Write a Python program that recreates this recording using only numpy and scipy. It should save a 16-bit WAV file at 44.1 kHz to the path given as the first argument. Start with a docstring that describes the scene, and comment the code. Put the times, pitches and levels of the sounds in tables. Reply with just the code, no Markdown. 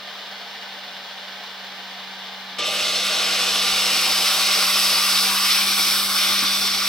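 """An even, gritty rasp with a hum and a whine under it is heard across a small workshop: an angle
grinder with a polishing disc works a metal lure on a wooden block. Suddenly it is heard from close by,
louder and brighter, with a few dull knocks. Grit strikes the metal at random and excites the resonances
of lure, disc and housing. The unbalanced disc hums at its rotation frequency, and the geared motor whines
at multiples of the shaft speeds. Beneath lies a low, uneven rumble that swells like handling noise."""
import sys
import numpy as np
from scipy import signal
from scipy.fft import rfft, irfft, next_fast_len
from scipy.io import wavfile
from scipy.ndimage import uniform_filter1d

SR = 44100
rng = np.random.default_rng(int(sys.argv[2]) if len(sys.argv) > 2 else 0)


def pcm_store(signal):
    """Save signal as 16-bit PCM."""
    levels = np.round(np.clip(np.atleast_2d(signal), -1, 1) * 32767)
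    wavfile.write(sys.argv[1], SR, levels.astype(np.int16).T)


N = 303408
TIME = np.arange(N) / SR
FFT_SIZE = next_fast_len(N + 8192)
HZ = np.maximum(np.arange(FFT_SIZE // 2 + 1) * SR / FFT_SIZE, 1)
NEAR_FROM_S = 2.584   # the listening point jumps from far to near
GEAR_RATIO = 37 / 12   # motor turns per disc turn

# Spindle, far then near: t/s, rotation frequency/Hz, hum level/dB
SPINDLE = [
    [(0.0, 194.6, -57), (0.02, 194.6, -56), (0.29, 194.6, -56), (0.31, 194.6, -52), (0.34, 194.5, -56.5),
     (0.82, 193.2, -54), (0.89, 191.7, -56), (0.97, 191.8, -54), (1.08, 191.8, -57), (1.22, 191.8, -54),
     (1.26, 191.6, -57), (1.29, 191.7, -53), (1.55, 191.4, -56), (1.6, 191.2, -53.5), (2.47, 191.2, -50.5),
     (2.55, 190.9, -51)],
    [(2.72, 195.8, -48), (2.79, 196.1, -45), (2.81, 196.0, -47.5), (3.08, 196.1, -44.5), (3.21, 195.1, -49),
     (3.25, 194.8, -45.5), (3.89, 191.5, -43), (4.05, 191.7, -47), (4.11, 191.6, -43), (4.36, 191.5, -47),
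     (4.57, 193.0, -43), (4.92, 193.4, -43), (4.95, 193.4, -50), (4.99, 193.2, -44), (5.28, 194.7, -40),
     (5.57, 194.6, -44), (5.61, 195.8, -40), (5.87, 196.0, -42.5), (6.14, 195.8, -41), (6.22, 196.1, -44),
     (6.33, 195.9, -39.5), (6.6, 196.0, -40.5), (6.76, 195.9, -43), (6.85, 195.9, -43.5)],
]
# Whine: t/s, then level/dB of disc harmonics 3 and 4 and of motor harmonics 1 and 2
WHINE_LEVELS = [(0.1, -70, -70, -53, -51), (0.8, -57, -65, -60, -71), (1.5, -63, -59, -59.5, -58),
                (2.57, -65, -62, -66, -52), (2.6, -53, -54, -40, -37), (3.2, -51, -51.5, -47, -50),
                (3.6, -63, -47, -50, -46), (4.0, -62, -42, -49, -51), (4.5, -64, -46, -43.5, -54),
                (5.0, -56, -50, -50, -45), (5.5, -54, -53, -69, -45), (5.9, -50, -49, -67, -42),
                (6.3, -50, -52, -62, -41), (6.75, -56.5, -54, -70, -55)]
# Higher motor harmonics: harmonic number, level/dB relative to motor harmonic 2
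MOTOR_HARMONICS = [(5, -4.5), (6, -3)]
# Spectral envelope of the distant scouring: f/Hz, relative level/dB
FAR_SPECTRUM = [(30, -39), (120, -19), (200, -12), (350, -12.5), (600, -6), (2000, -2.5), (2700, -11.5),
                (4000, -1), (5200, -6.5), (6500, -22), (8000, -26.5), (10500, -29), (15500, -24)]
# Resonances of tool and workshop from afar: f/Hz, bandwidth/Hz, gain/dB
FAR_MODES = [(462, 41, 6.5), (699, 29, 11.5), (796, 77, 5.1), (920, 170, 5), (1200, 38, 0.5), (1538, 88, 6),
             (1810, 110, 4.5), (1840, 52, -2), (2130, 67, 2), (2370, 290, 4), (2880, 321, 8.5),
             (3180, 238, 4), (3510, 320, 5.5), (6040, 192, 4)]
# Stereo width from afar: f/Hz, side level/dB relative to mid
FAR_WIDTH = [(100, -20), (1000, -24), (1900, -13), (2700, -0.5), (3500, -5.5), (4600, -11), (6300, 2),
             (8200, -18), (15000, -12)]
# Low, uneven rumble, far then near: t/s, level/dB
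RUMBLE_LEVELS = [
    [(0.0, -83), (0.08, -90), (0.21, -74), (0.41, -87), (0.46, -80), (0.93, -80), (1.34, -87), (1.4, -94),
     (1.52, -81), (2.35, -84), (2.55, -74)],
    [(2.6, -68), (2.79, -70), (3.72, -52), (3.86, -60), (4.23, -60), (4.33, -66), (5.1, -58), (5.16, -66),
     (5.41, -56), (5.6, -65), (5.7, -60), (5.89, -67), (6.01, -60), (6.66, -57), (6.75, -52), (6.88, -58)],
]
# Spectral envelope of that rumble: f/Hz, relative level/dB
RUMBLE_SPECTRUM = [(15, -6), (32, 0), (55, -6), (85, -13), (200, -40)]
# Resonances that swell as the contact point wanders: f/Hz
FLARE_HZ = [2360, 2990, 3530, 4620, 5240]
# Notch where the echo off the block opposes the direct sound: t/s, f/Hz
NOTCH_PATH = [(2.6, 2000), (2.9, 1910), (3.2, 1700), (3.6, 1590), (4.6, 1750), (5.7, 1790), (6.8, 1750)]
# Three poses of the disc on the lure: t/s. The first blends toward the second; the third cuts in.
POSE_TIMES = [3, 6, 5.5]
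# Spectral envelope of the close scouring: f/Hz, relative level/dB
NEAR_SPECTRUM = [(60, -17), (140, -18.5), (350, -10), (700, -11.5), (1800, -5), (3000, 0), (5700, -3.5),
                 (7000, -19.5), (9000, -11), (12000, -22), (14000, -18.5), (15500, -12)]
# Resonances of lure, disc and housing: f/Hz, bandwidth/Hz, then gain/dB in each pose
NEAR_MODES = [(509, 150, 11, 0, 0), (707, 210, 6.5, 2.5, -0.1), (774, 30, 5.3, 5.5, 7.5),
              (1007, 180, -0.3, 6.5, 3), (1165, 208, 8.4, 9.5, 8.5), (1422, 310, 6, 5.5, 6.5),
              (2130, 340, 4, 0, 1.8), (2355, 180, 0, 2, 6.5), (2500, 177, 3, 3.3, 1.2),
              (2710, 110, 5, 0, -3.0), (2970, 300, 6.3, -5.5, -1), (3480, 162, 7, 1.5, 6),
              (3610, 188, 1.0, -2.2, 1.5), (3790, 180, 5.5, 5.5, 3.7), (4250, 75, 4, -3.5, 2.5),
              (4470, 470, 0.7, 1.5, 5), (4827, 390, -7, 4.5, 1.7), (5260, 280, 0.5, 5, 6.5),
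              (5686, 386, -7.5, 0.5, 3.5), (7830, 1200, 14, 10.5, 11), (10740, 2200, 15.5, 13, 12),
              (12680, 1800, 11, 17, 15)]
# Stereo width close by: f/Hz, then side level/dB relative to mid in each pose
NEAR_WIDTH = [(100, -21, 0, -4), (350, -24, -3, -4), (600, -25, -5, -6), (1100, -22.5, -12, -11.5),
              (1900, -3, -6.5, -6.5), (2600, -11.5, -11, -9), (3600, -11.5, -1.5, -3.5),
              (5200, -4.5, -10, -8), (6200, -8, -1, -3), (7300, -6.5, -11, -5), (9500, -8, -14, -6.5),
              (11500, -4, -9, -2), (13400, 0, 8, 3), (15500, 1, -2, -3)]
# Close strokes: t/s, then level/dB of five registers: block drone, disc ring, metal rasp, hiss, fizz
STROKE_LEVELS = [(2.6, -35.5, -37, -28, -31.5, -45), (2.62, -37.5, -38, -26, -33, -53),
                 (2.67, -37.5, -36, -26, -29.5, -37), (2.69, -33, -43, -27.5, -31, -40),
                 (2.74, -36.5, -34, -26, -32, -37), (2.81, -37.5, -35, -25.5, -27.5, -37.5),
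                 (3.03, -37, -37, -26, -27, -38.5), (3.05, -43, -32, -25.5, -28.5, -34),
                 (3.12, -35.5, -32.5, -25, -27, -37), (4.03, -38, -32, -23.5, -24, -30.5),
                 (4.11, -35, -33, -24.5, -24, -31), (4.15, -41, -30, -25, -23, -31),
                 (4.22, -34, -34, -25, -24.5, -29.5), (4.27, -43.5, -29.5, -22.5, -23, -29),
                 (4.38, -35, -30, -25.5, -25, -29.5), (4.41, -38, -29.5, -24, -24, -28.5),
                 (4.45, -42, -34, -24.5, -23.5, -30), (4.49, -35.5, -29, -23.5, -22, -31),
                 (4.53, -44, -31.5, -22.5, -24, -30), (4.57, -33.5, -29.5, -24, -22, -29),
                 (4.72, -45, -29, -25, -24.5, -28), (4.73, -41, -37, -22.5, -24, -28),
                 (4.76, -37.5, -28.5, -23, -23, -29), (4.83, -40.5, -32, -24.5, -22, -26.5),
                 (4.94, -37.5, -30, -24, -22.5, -29), (5.07, -44.5, -29, -25, -24, -27.5),
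                 (5.13, -38.5, -30, -25, -22, -28), (5.19, -45, -29.5, -23, -22, -28),
                 (5.22, -39, -32, -29, -23, -27.5), (5.25, -38, -29, -24, -22, -28),
                 (5.26, -39, -32.5, -23.5, -24.5, -28), (5.36, -40, -27.5, -28, -26, -28.5),
                 (5.38, -52, -30, -24, -27, -29), (5.4, -40.5, -29.5, -27, -24.5, -29),
                 (5.5, -43.5, -31, -22, -22, -27.5), (5.63, -40.5, -30.5, -24, -24.5, -28.5),
                 (5.65, -41, -34, -25.5, -27.5, -28.5), (5.73, -41, -32, -25, -23, -29),
                 (5.76, -46, -35, -26.5, -26, -28), (5.79, -36.5, -27, -25, -25.5, -25.5),
                 (5.82, -40, -34, -25, -22.5, -28), (5.97, -42, -30.5, -26, -24.5, -27),
                 (6.07, -44, -36, -28.5, -29.5, -29.5), (6.13, -43, -28.5, -29, -25.5, -28.5),
                 (6.21, -43, -32.5, -22.5, -24, -28.5), (6.32, -38, -29.5, -24.5, -25.5, -29),
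                 (6.41, -45.5, -35, -25, -24.5, -32), (6.44, -40, -27, -26.5, -27, -30),
                 (6.47, -43.5, -32, -24.5, -24.5, -32.5), (6.6, -42, -35, -27, -27, -30),
                 (6.63, -38, -34, -27, -24.5, -31), (6.71, -44, -33.5, -26, -25, -33.5),
                 (6.76, -41, -36, -27.5, -26.5, -34), (6.83, -43, -30, -28.5, -26, -33),
                 (6.88, -44, -35, -25, -27, -30.5)]
# Lower edge of each register: f/Hz
REGISTER_EDGES_HZ = [55, 900, 1800, 4200, 7000]
# Knocks of the block in the vice: t/s, level/dB
KNOCKS = [(3.553, -36), (3.921, -35), (3.959, -34), (4.081, -34), (6.425, -25.5)]
# Modes of the wooden block: f/Hz, relative level/dB, decay time T60/s
BLOCK_MODES = [(245, -3, 0.077), (290, 1, 0.077), (345, -6, .05)]


def from_db(db):
    """Amplitude grows tenfold for every 20 dB."""
    return 10 ** (np.asarray(db) / 20)


def unit_rms(x):
    """Division by the RMS value gives unit mean power."""
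    return x / np.sqrt(np.mean(x ** 2) + 1e-20)


def curves(rows):
    """Linear interpolation in time gives each column a value at every sample."""
    times, *columns = np.transpose(rows)
    return [np.interp(TIME, times, column) for column in columns]


def spectral_gain(points):
    """Interpolation of level over log frequency gives an amplitude response."""
    hz, db = np.transpose(points)
    return from_db(np.interp(np.log(HZ), np.log(hz), db))


def filtered(x, response):
    """A linear filter multiplies the spectrum by its frequency response."""
    return irfft(rfft(x, FFT_SIZE) * response, FFT_SIZE)[..., :N]


def drift(rate_hz):
    """Low-pass filtered noise is a smooth random fluctuation, here of unit RMS."""
    return unit_rms(filtered(rng.standard_normal(FFT_SIZE), 1 / (1 + (HZ / rate_hz) ** 2) ** 2))


def unbalance_hum(turns, level_db, near):
    """A rotating unbalance radiates one cycle per turn; close by, the left channel leads in phase."""
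    lead_rad = 0.18 * near * np.array([[1], [-1]])
    return from_db(level_db) * np.sqrt(2) * np.sin(2 * np.pi * turns + lead_rad)


def gear_whine(turns, waver_db, jitter_rad):
    """Changing load modulates the harmonics of disc and motor shaft in amplitude and phase."""
    disc3_db, disc4_db, motor_db, motor2_db = curves(WHINE_LEVELS)
    partials = [(3, disc3_db), (4, disc4_db), (GEAR_RATIO, motor_db), (2 * GEAR_RATIO, motor2_db)]
    partials += [(k * GEAR_RATIO, motor2_db + db) for k, db in MOTOR_HARMONICS]
    out = 0
    for multiple, level_db in partials:
        phase = 2 * np.pi * multiple * turns + jitter_rad * drift(38)
        out += from_db(level_db + waver_db * drift(5.9)) * np.sqrt(2) * np.sin(phase)
    return out


def grit(turns, swing_db, chatter_db, strikes_per_s=300000):
    """Grain impacts make two streams of shot noise; the pressure swings once a turn and chatters."""
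    pressure = from_db(swing_db * np.cos(2 * np.pi * turns) + chatter_db * drift(rate_hz=60))
    counts = rng.poisson(strikes_per_s / SR, (2, N))
    strikes = np.sqrt(counts) * rng.standard_normal((2, N))
    return unit_rms(strikes * pressure)


def resonances(modes):
    """Each resonance adds a Lorentzian peak or dip to the response in decibels."""
    return from_db(sum(db / (1 + (2 * (HZ - hz) / width) ** 2) for hz, width, db in modes))


def reflections(level_db, longest_s, count=14):
    """Early reflections interfere with the direct sound and ripple its spectrum."""
    delays = rng.uniform(.1, 1, count) * longest_s
    echoes = sum(rng.choice([-1, 1]) * np.exp(-2j * np.pi * HZ * delay) for delay in delays)
    return 1 + from_db(level_db) * echoes / np.sqrt(count)


def mid_side(streams, width, lead):
    """The side signal sums a coherent part, which leads on the left, and an incoherent diffuse part."""
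    side_gain = spectral_gain(width)
    direct = filtered(streams[0], 1j * lead * side_gain)
    diffuse = filtered(streams[1], np.sqrt(1 - lead ** 2) * side_gain)
    return np.array([streams[0], direct + diffuse])


def left_right(pair):
    """Left and right are the sum and difference of mid and side."""
    return np.array([pair[0] + pair[1], pair[0] - pair[1]])


def far_scouring(turns, level_db):
    """Source and filter: tool modes and wall reflections colour the grit noise into an even rasp."""
    strikes = grit(turns, swing_db=-0.6, chatter_db=0.57)
    walls = reflections(level_db=-10, longest_s=.035)
    response = spectral_gain(FAR_SPECTRUM) * resonances(FAR_MODES) * walls
    pair = filtered(mid_side(strikes, FAR_WIDTH, lead=.05), response)
    return left_right(pair / np.std(pair[0])) * from_db(level_db)


def rumble():
    """Amplitude-modulated low-frequency noise: an uneven rumble with a few swells, like handling noise."""
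    noise = unit_rms(filtered(rng.standard_normal((2, N)), spectral_gain(RUMBLE_SPECTRUM)))
    noise[1] *= from_db(0.5)   # side slightly above mid
    level_db, = curves(np.vstack(RUMBLE_LEVELS))
    return left_right(noise) * from_db(level_db)


def moving_echoes(x, level_db, longest_s, sway_s, count=8):
    """Comb filtering: echoes off hands, block and vice sway in delay, so the metallic colour wanders."""
    samples = np.arange(N)
    echoes = 0
    for k in range(count):
        delay_s = longest_s * (k + 1 + rng.random()) / count + sway_s * drift(0.68)
        delayed = np.array([np.interp(samples - delay_s * SR, samples, channel) for channel in x])
        echoes += (-1) ** k * delayed
    return x + from_db(level_db) * echoes / np.sqrt(count)


def flares(x, depth, width_hz, rate_hz):
    """A wandering contact point varies the excitation of each resonance independently."""
    out = x
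    for hz in FLARE_HZ:
        band = filtered(x, 1 / (1 + (2 * (HZ - hz) / width_hz) ** 2))
        out = out + depth * drift(rate_hz) * band
    return out


def posed_ringing(strikes):
    """Forced vibration of lure, disc and housing: each pose of the disc favours different modes."""
    colour = spectral_gain(NEAR_SPECTRUM) * reflections(level_db=-10.5, longest_s=.025)
    modes, widths = np.array(NEAR_MODES), np.array(NEAR_WIDTH)
    out = 0
    for pose, selector in enumerate(np.eye(len(POSE_TIMES))):
        share = np.interp(TIME, POSE_TIMES, selector)
        pair = mid_side(strikes, widths[:, [0, pose + 1]], lead=.62)
        out += share * filtered(pair, colour * resonances(modes[:, [0, 1, pose + 2]]))
    return out


def block_notch(x, depth, width_hz):
    """Destructive interference cuts a shallow notch that slides with the distance to the block."""
    notch_hz, = curves(NOTCH_PATH)
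    carrier = np.exp(2j * np.pi * np.cumsum(notch_hz) / SR)
    lowpass = signal.butter(1, width_hz / 2, fs=SR, output="sos")
    baseband = signal.sosfilt(lowpass, x / carrier)   # the notch frequency is shifted to 0 Hz
    return x - depth * 2 * np.real(baseband * carrier)


def near_scouring(turns):
    """Grit impacts excite the resonances close by; the strokes modulate each register in amplitude."""
    strikes = grit(turns, swing_db=0.1, chatter_db=0.4)
    strikes = moving_echoes(strikes, level_db=-13, longest_s=.007, sway_s=.00012)
    strikes = flares(strikes, depth=.18, width_hz=220, rate_hz=6)
    ringing = block_notch(posed_ringing(strikes), depth=0.27, width_hz=160)
    highpasses = [1 / (1 + (hz / HZ) ** 16) for hz in REGISTER_EDGES_HZ] + [0]
    out = 0
    for k, level_db in enumerate(curves(STROKE_LEVELS)):
        register = filtered(ringing, highpasses[k] - highpasses[k + 1])
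        power = uniform_filter1d(register[0] ** 2, size=4500)   # running mean over about 0.1 s
        out += from_db(level_db) * register / np.sqrt(power + 1e-20)
    return left_right(out)


def block_knocks(rise_s):
    """Damped free vibration: the disc catches and the modes of the wooden block give a soft thud."""
    out = np.zeros(N)
    for onset_s, level_db in KNOCKS:
        start = round(onset_s * SR)
        age = np.maximum(TIME[start:start + SR // 4] - onset_s, 0)
        thud = sum(from_db(db - 60 * age / t60) * np.sin(2 * np.pi * hz * age)
                   for hz, db, t60 in BLOCK_MODES)
        attack = 1 - np.exp(-age / rise_s)
        out[start:start + len(age)] += from_db(level_db) * thud * attack
    return out


def scene():
    """The sources superpose; one spindle rotation times the hum, the whine and the grit pressure."""
    rotation_hz, hum_db = curves(np.vstack(SPINDLE))
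    turns = np.cumsum(rotation_hz) / SR
    near = np.clip((TIME - NEAR_FROM_S) / 0.0016, 0, 1)   # 0 across the room, 1 close by
    hum = unbalance_hum(turns, hum_db, near)
    scouring = (1 - near) * far_scouring(turns, level_db=-36) + near * near_scouring(turns)
    whine = gear_whine(turns, waver_db=1.4, jitter_rad=0.85)
    return hum + whine + scouring + rumble() + block_knocks(rise_s=0.0035)


def record(dry):
    """Band limiting: a steep low-pass filter removes the highest treble."""
    cutoff_hz, edge_hz = 15850, 25
    return filtered(dry, 1 / (1 + np.exp(np.minimum((HZ - cutoff_hz) / edge_hz, 60))))


dry = scene()
out = record(dry)
pcm_store(out)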